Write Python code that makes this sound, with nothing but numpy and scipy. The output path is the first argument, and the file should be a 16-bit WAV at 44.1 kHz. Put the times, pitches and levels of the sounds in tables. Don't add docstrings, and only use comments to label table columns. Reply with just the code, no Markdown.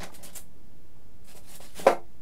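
import sys
import numpy as np
from scipy import signal
from scipy.fft import rfft, irfft, next_fast_len
from scipy.io import wavfile
from scipy.ndimage import uniform_filter1d, map_coordinates

SR = 44100
rng = np.random.default_rng(int(sys.argv[2]) if len(sys.argv) > 2 else 0)


def dump(signal):
    limited = np.clip(np.atleast_2d(signal).T, -1, 1)
    pcm = np.round(limited * 32767).astype(np.int16)
    wavfile.write(sys.argv[1], SR, pcm)


N = 97593


def amp(db):
    return 10 ** (np.asarray(db) / 20)


def unit(x):
    return x / np.sqrt(np.mean(x ** 2) + 1e-20)


def along(points, hz):
    f, v = np.transpose(points)
    return np.interp(np.log(hz + 1), np.log(f + 1), v)


def wobble(rate):
    knots = rng.standard_normal(N // 10)
    return map_coordinates(knots, [np.arange(N) * rate / SR], mode="mirror")


def response(spectrum, size=8192):
    log_gain = np.log(amp(along(spectrum, np.fft.rfftfreq(size, 1 / SR))))
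    cepstrum = irfft(log_gain)
    cepstrum[1:size // 2] *= 2
    cepstrum[size // 2 + 1:] = 0
    impulse = irfft(np.exp(rfft(cepstrum)))
    return impulse / np.linalg.norm(impulse)


def colour(x, spectrum):
    return signal.fftconvolve(x, response(spectrum))[:len(x)]


def resonate(x, peaks):
    size = next_fast_len(N + SR // 2)
    f = np.fft.rfftfreq(size, 1 / SR)
    gain = 0
    for k, (hz, width, db) in enumerate(peaks):
        damping = 1j * f * width
        gain = gain + (-1) ** k * amp(db) * damping / (hz * hz - f * f + damping)
    return irfft(rfft(x, size) * gain, size)[:N]


def add(track, s, sound):
    i = max(round(s * SR), 0)
    track[i:i + len(sound)] += sound[:N - i]


# frequency_hz, t60_s
ROOM_DECAY = [(150, 0.22), (600, 0.18), (2000, 0.18), (6000, 0.16), (14000, 0.18)]
ROOM_GAP_S = .014


def in_room(x, wet_db):
    hz, t, z = signal.stft(rng.standard_normal(SR // 2), SR, nperseg=256)
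    decay = amp(-60 * t / along(ROOM_DECAY, hz)[:, None])
    tail = signal.istft(z * decay, SR, nperseg=256)[1]
    tail = tail * (1 - np.exp(-(np.arange(len(tail)) / SR / ROOM_GAP_S) ** 2))
    tail = tail / np.linalg.norm(tail)
    return x + amp(wet_db) * signal.fftconvolve(x, tail)[:len(x)]


# frequency_hz, level_db
ROOM_TONE_COLOUR = [(20, -16.5), (33, -21.5), (64, -21.5), (200, -28), (350, -33.5), (550, -38.5),
                    (800, -43.5), (1500, -49.5), (4000, -55), (9000, -58), (15500, -57.5)]
ROOM_TONE_DB = -53.5


def room_tone():
    noise = rng.standard_normal(N + SR)
    return amp(ROOM_TONE_DB) * unit(colour(noise, ROOM_TONE_COLOUR)[SR:])


# start_s, length_s, pitch_hz
BEAD_SQUEAKS = [(.229, .04, 9050), (.35, .025, 7300)]
SQUEAK_LEVELS = [-51, -43]
PITCH_WAVER_HZ, LEVEL_WAVER_DB = 220, 1.7
RUB_ROOM_DB = -8.5


def squeaks():
    out = np.zeros(N)
    for (s, length, hz), db in zip(BEAD_SQUEAKS, SQUEAK_LEVELS):
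        window = signal.windows.tukey(int(length * SR), .5)
        pitch = hz + PITCH_WAVER_HZ * wobble(1419)
        tone = np.sin(2 * np.pi * np.cumsum(pitch) / SR) * amp(LEVEL_WAVER_DB * wobble(360))
        add(out, s, amp(db) * window * tone[:len(window)])
    return in_room(out, RUB_ROOM_DB)


SLIPS_PER_S, SLIP_SPREAD_DB = 3500, 4.5
SMOOTH_SHARE = .8


def slips(judder):
    happens = rng.random(N) < SLIPS_PER_S / SR
    size = amp(SLIP_SPREAD_DB * rng.standard_normal(N))
    grains = happens * size * rng.choice([-1, 1], N)
    return judder * (unit(grains) + SMOOTH_SHARE * rng.standard_normal(N))


PATCHY_DB = 2


def patchy(x):
    z = signal.stft(x, nperseg=512)[2]
    field = uniform_filter1d(rng.standard_normal(z.shape), size=4, axis=0)
    field = uniform_filter1d(field, size=6, axis=1)
    return signal.istft(z * amp(PATCHY_DB * unit(field)), nperseg=512)[1][:N]


# start_s, rise_s, length_s (start to release), bead_hiss_db, rasp_db, hollow_body_db
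FOAM_STROKES = [(0.0, 0.0046, 0.032, -62, -47, -42), (0.031, 0.0018, 0.0096, -49, -42, -43.5),
                (.06, 0.0064, 0.017, -71.5, -66, -48), (0.117, 0.01, 0.016, -60.5, -62, -49.5),
                (0.138, 0.0075, 0.02, -49.5, -53.5, -57), (0.181, 0.0028, 0.039, -76.5, -65, -53),
                (0.227, .003, 0.032, -47, -52.5, -53), (0.26, 0.0069, 0.043, -68, -54.5, -54.5),
                (0.327, .005, 0.017, -56.5, -60, -59), (0.348, 0.0099, 0.027, -40, -49, -55.5),
                (1.241, 0.0054, 0.031, -61.5, -74, -80.5), (1.268, 0.0161, 0.058, -56.5, -57.5, -60.5),
                (1.338, 0.026, 0.0407, -52, -57.5, -53.5), (1.414, 0.034, 0.13, -62.5, -63, -71),
                (1.467, 0.028, 0.095, -52, -57, -59.5), (1.538, 0.02, 0.0183, -44.5, -54.5, -58),
                (1.599, 0.0062, 0.06, -56, -53.5, -57), (1.661, 0.0063, 0.11, -62.5, -61, -75),
                (1.743, 0.044, 0.065, -44.5, -45.5, -51), (1.795, 0.0117, 0.13, -52, -52, -47)]
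# frequency_hz, level_db
HISS_COLOUR = [(1500, -9.5), (4000, -12), (6000, -5.5), (7500, -0.5), (10000, 1), (12500, -3), (15500, -10)]
# frequency_hz, level_db
RASP_COLOUR = [(300, -1.5), (900, -1.5), (1300, 1.5), (2200, 0.5), (3500, 2), (5000, 1), (8000, -9),
               (15000, -24.5)]
# frequency_hz, width_hz, level_db
FOAM_RESONANCES = [(176.5, 24, 5.5), (304, 66, -2.5), (384, 80, -3.5), (579, 42, 2.5), (717, 41, 0.5),
                   (792, 40, -2.5), (856.7, 21, -2.5), (1005, 30, -5.5), (1445, 72, -16), (2024, 42, -7.5)]
RELEASE_S = 0.087
JUDDER_DB = 0


def friction():
    t = np.arange(N) / SR
    shapes = []
    for s, rise, length, *_ in FOAM_STROKES:
        attack = np.clip((t - s) / rise, 0, 1)
        release = amp(-60 * np.maximum(t - s - length, 0) / RELEASE_S)
        shapes.append(attack * release)
    stroke_gains = amp(np.array(FOAM_STROKES)[:, 3:])
    hiss, rasp, body = np.sqrt(stroke_gains.T ** 2 @ np.array(shapes) ** 2)
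    judder = amp(JUDDER_DB * wobble(130))
    surface = hiss * unit(colour(slips(judder), HISS_COLOUR))
    surface = surface + rasp * unit(colour(slips(judder), RASP_COLOUR))
    surface = patchy(surface)
    hollow = body * unit(resonate(slips(judder), FOAM_RESONANCES))
    return in_room(surface + hollow, RUB_ROOM_DB)


def swell(t, rise, t60):
    return (1 - np.exp(-t / rise)) * amp(-60 * t / t60)


# start_s, thud_db, thud_pitch_hz, crunch_db
BOX_CONTACTS = [(0.0189, -51, 760, -32.5), (.035, -35, 794, -35.5), (0.099, -30, 879, -73),
                (.962, -45, 630, -75), (1.018, -44.5, 626, -93), (1.349, -29, 442, -72.5),
                (1.601, -26, 543, -56), (1.795, -17, 427, -71), (1.854, -15.5, 476.2, -50),
                (1.898, -1.5, 456, -26.5), (1.909, -13, 580, -31.5), (1.924, -11, 650, -41)]
# thud_db, crunch_db
SEATING_BEATS = [(9, -17.5), (4, -18.5), (-7, -23.5)]
# multiple_of_thud_pitch, level_db
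BLOCK_MODES = [(.4, -14), (0.799, -10), (0.999, -3.5), (1.35, -6), (1.8, -14)]
# frequency_hz, level_db, t60_s
RING_MODES = [(207.7, -7, 0.1), (256.6, -10, 0.14), (346.6, -3, .19), (437.95, 2.5, 0.11), (547, 1, 0.092),
              (580, -10.5, 0.13), (675.7, -7, 0.122), (701, -5, 0.23), (776, -3.5, 0.16), (905, -9.5, .17),
              (1196, -12, 0.18), (1352, -10.5, .16), (1550, -8.5, 0.068), (2125.6, -15, .14)]
# frequency_hz, level_db
CRUNCH_COLOUR = [(200, -36.5), (500, -30.5), (1000, 19.5), (1500, 15), (2200, 13.5), (3200, 3), (4500, 1),
                 (7500, -7), (11000, -8), (15500, -25.5)]
SEAT_S, CHATTER_S, SEAT_HZ = 1.8662, .00905, 540
THUD_RISE_S, THUD_T60_S = .004, .026
CRUNCH_RISE_S, CRUNCH_T60_S = 0.0026, 0.053
RING_DB, RING_RISE_S = -31.5, 0.0017
LOW_CUT_HZ = 233
KNOCK_ROOM_DB = -10


def knocks():
    out, t = np.zeros(N), np.arange(SR // 2) / SR
    seating = [(SEAT_S + k * CHATTER_S, thud_db, SEAT_HZ, crunch_db)
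               for k, (thud_db, crunch_db) in enumerate(SEATING_BEATS)]
    for s, thud_db, thud_hz, crunch_db in BOX_CONTACTS + seating:
        thud = sum(amp(db) * np.sin(2 * np.pi * k * thud_hz * t) for k, db in BLOCK_MODES)
        thud = thud * swell(t, THUD_RISE_S, THUD_T60_S)
        ring = sum(amp(db) * swell(t, RING_RISE_S, t60) * np.sin(2 * np.pi * hz * (t + s))
                   for hz, db, t60 in RING_MODES)
        crunch = unit(colour(rng.standard_normal(len(t)), CRUNCH_COLOUR))
        crunch = crunch * swell(t, CRUNCH_RISE_S, CRUNCH_T60_S)
        add(out, s, amp(thud_db) * (thud + amp(RING_DB) * ring) + amp(crunch_db) * crunch)
    low_cut = signal.butter(2, LOW_CUT_HZ, "high", fs=SR, output="sos")
    return in_room(signal.sosfilt(low_cut, out), KNOCK_ROOM_DB)


def scene():
    return (friction() + squeaks() + knocks() + room_tone())[None]


TOP_HZ = 15750
OFFSET = .029


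def record(dry):
    size = next_fast_len(N + SR // 2)
    passband = np.fft.rfftfreq(size, 1 / SR) < TOP_HZ
    return irfft(rfft(dry, size) * passband, size)[:, :N] + OFFSET


dry = scene()
out = record(dry)
dump(out)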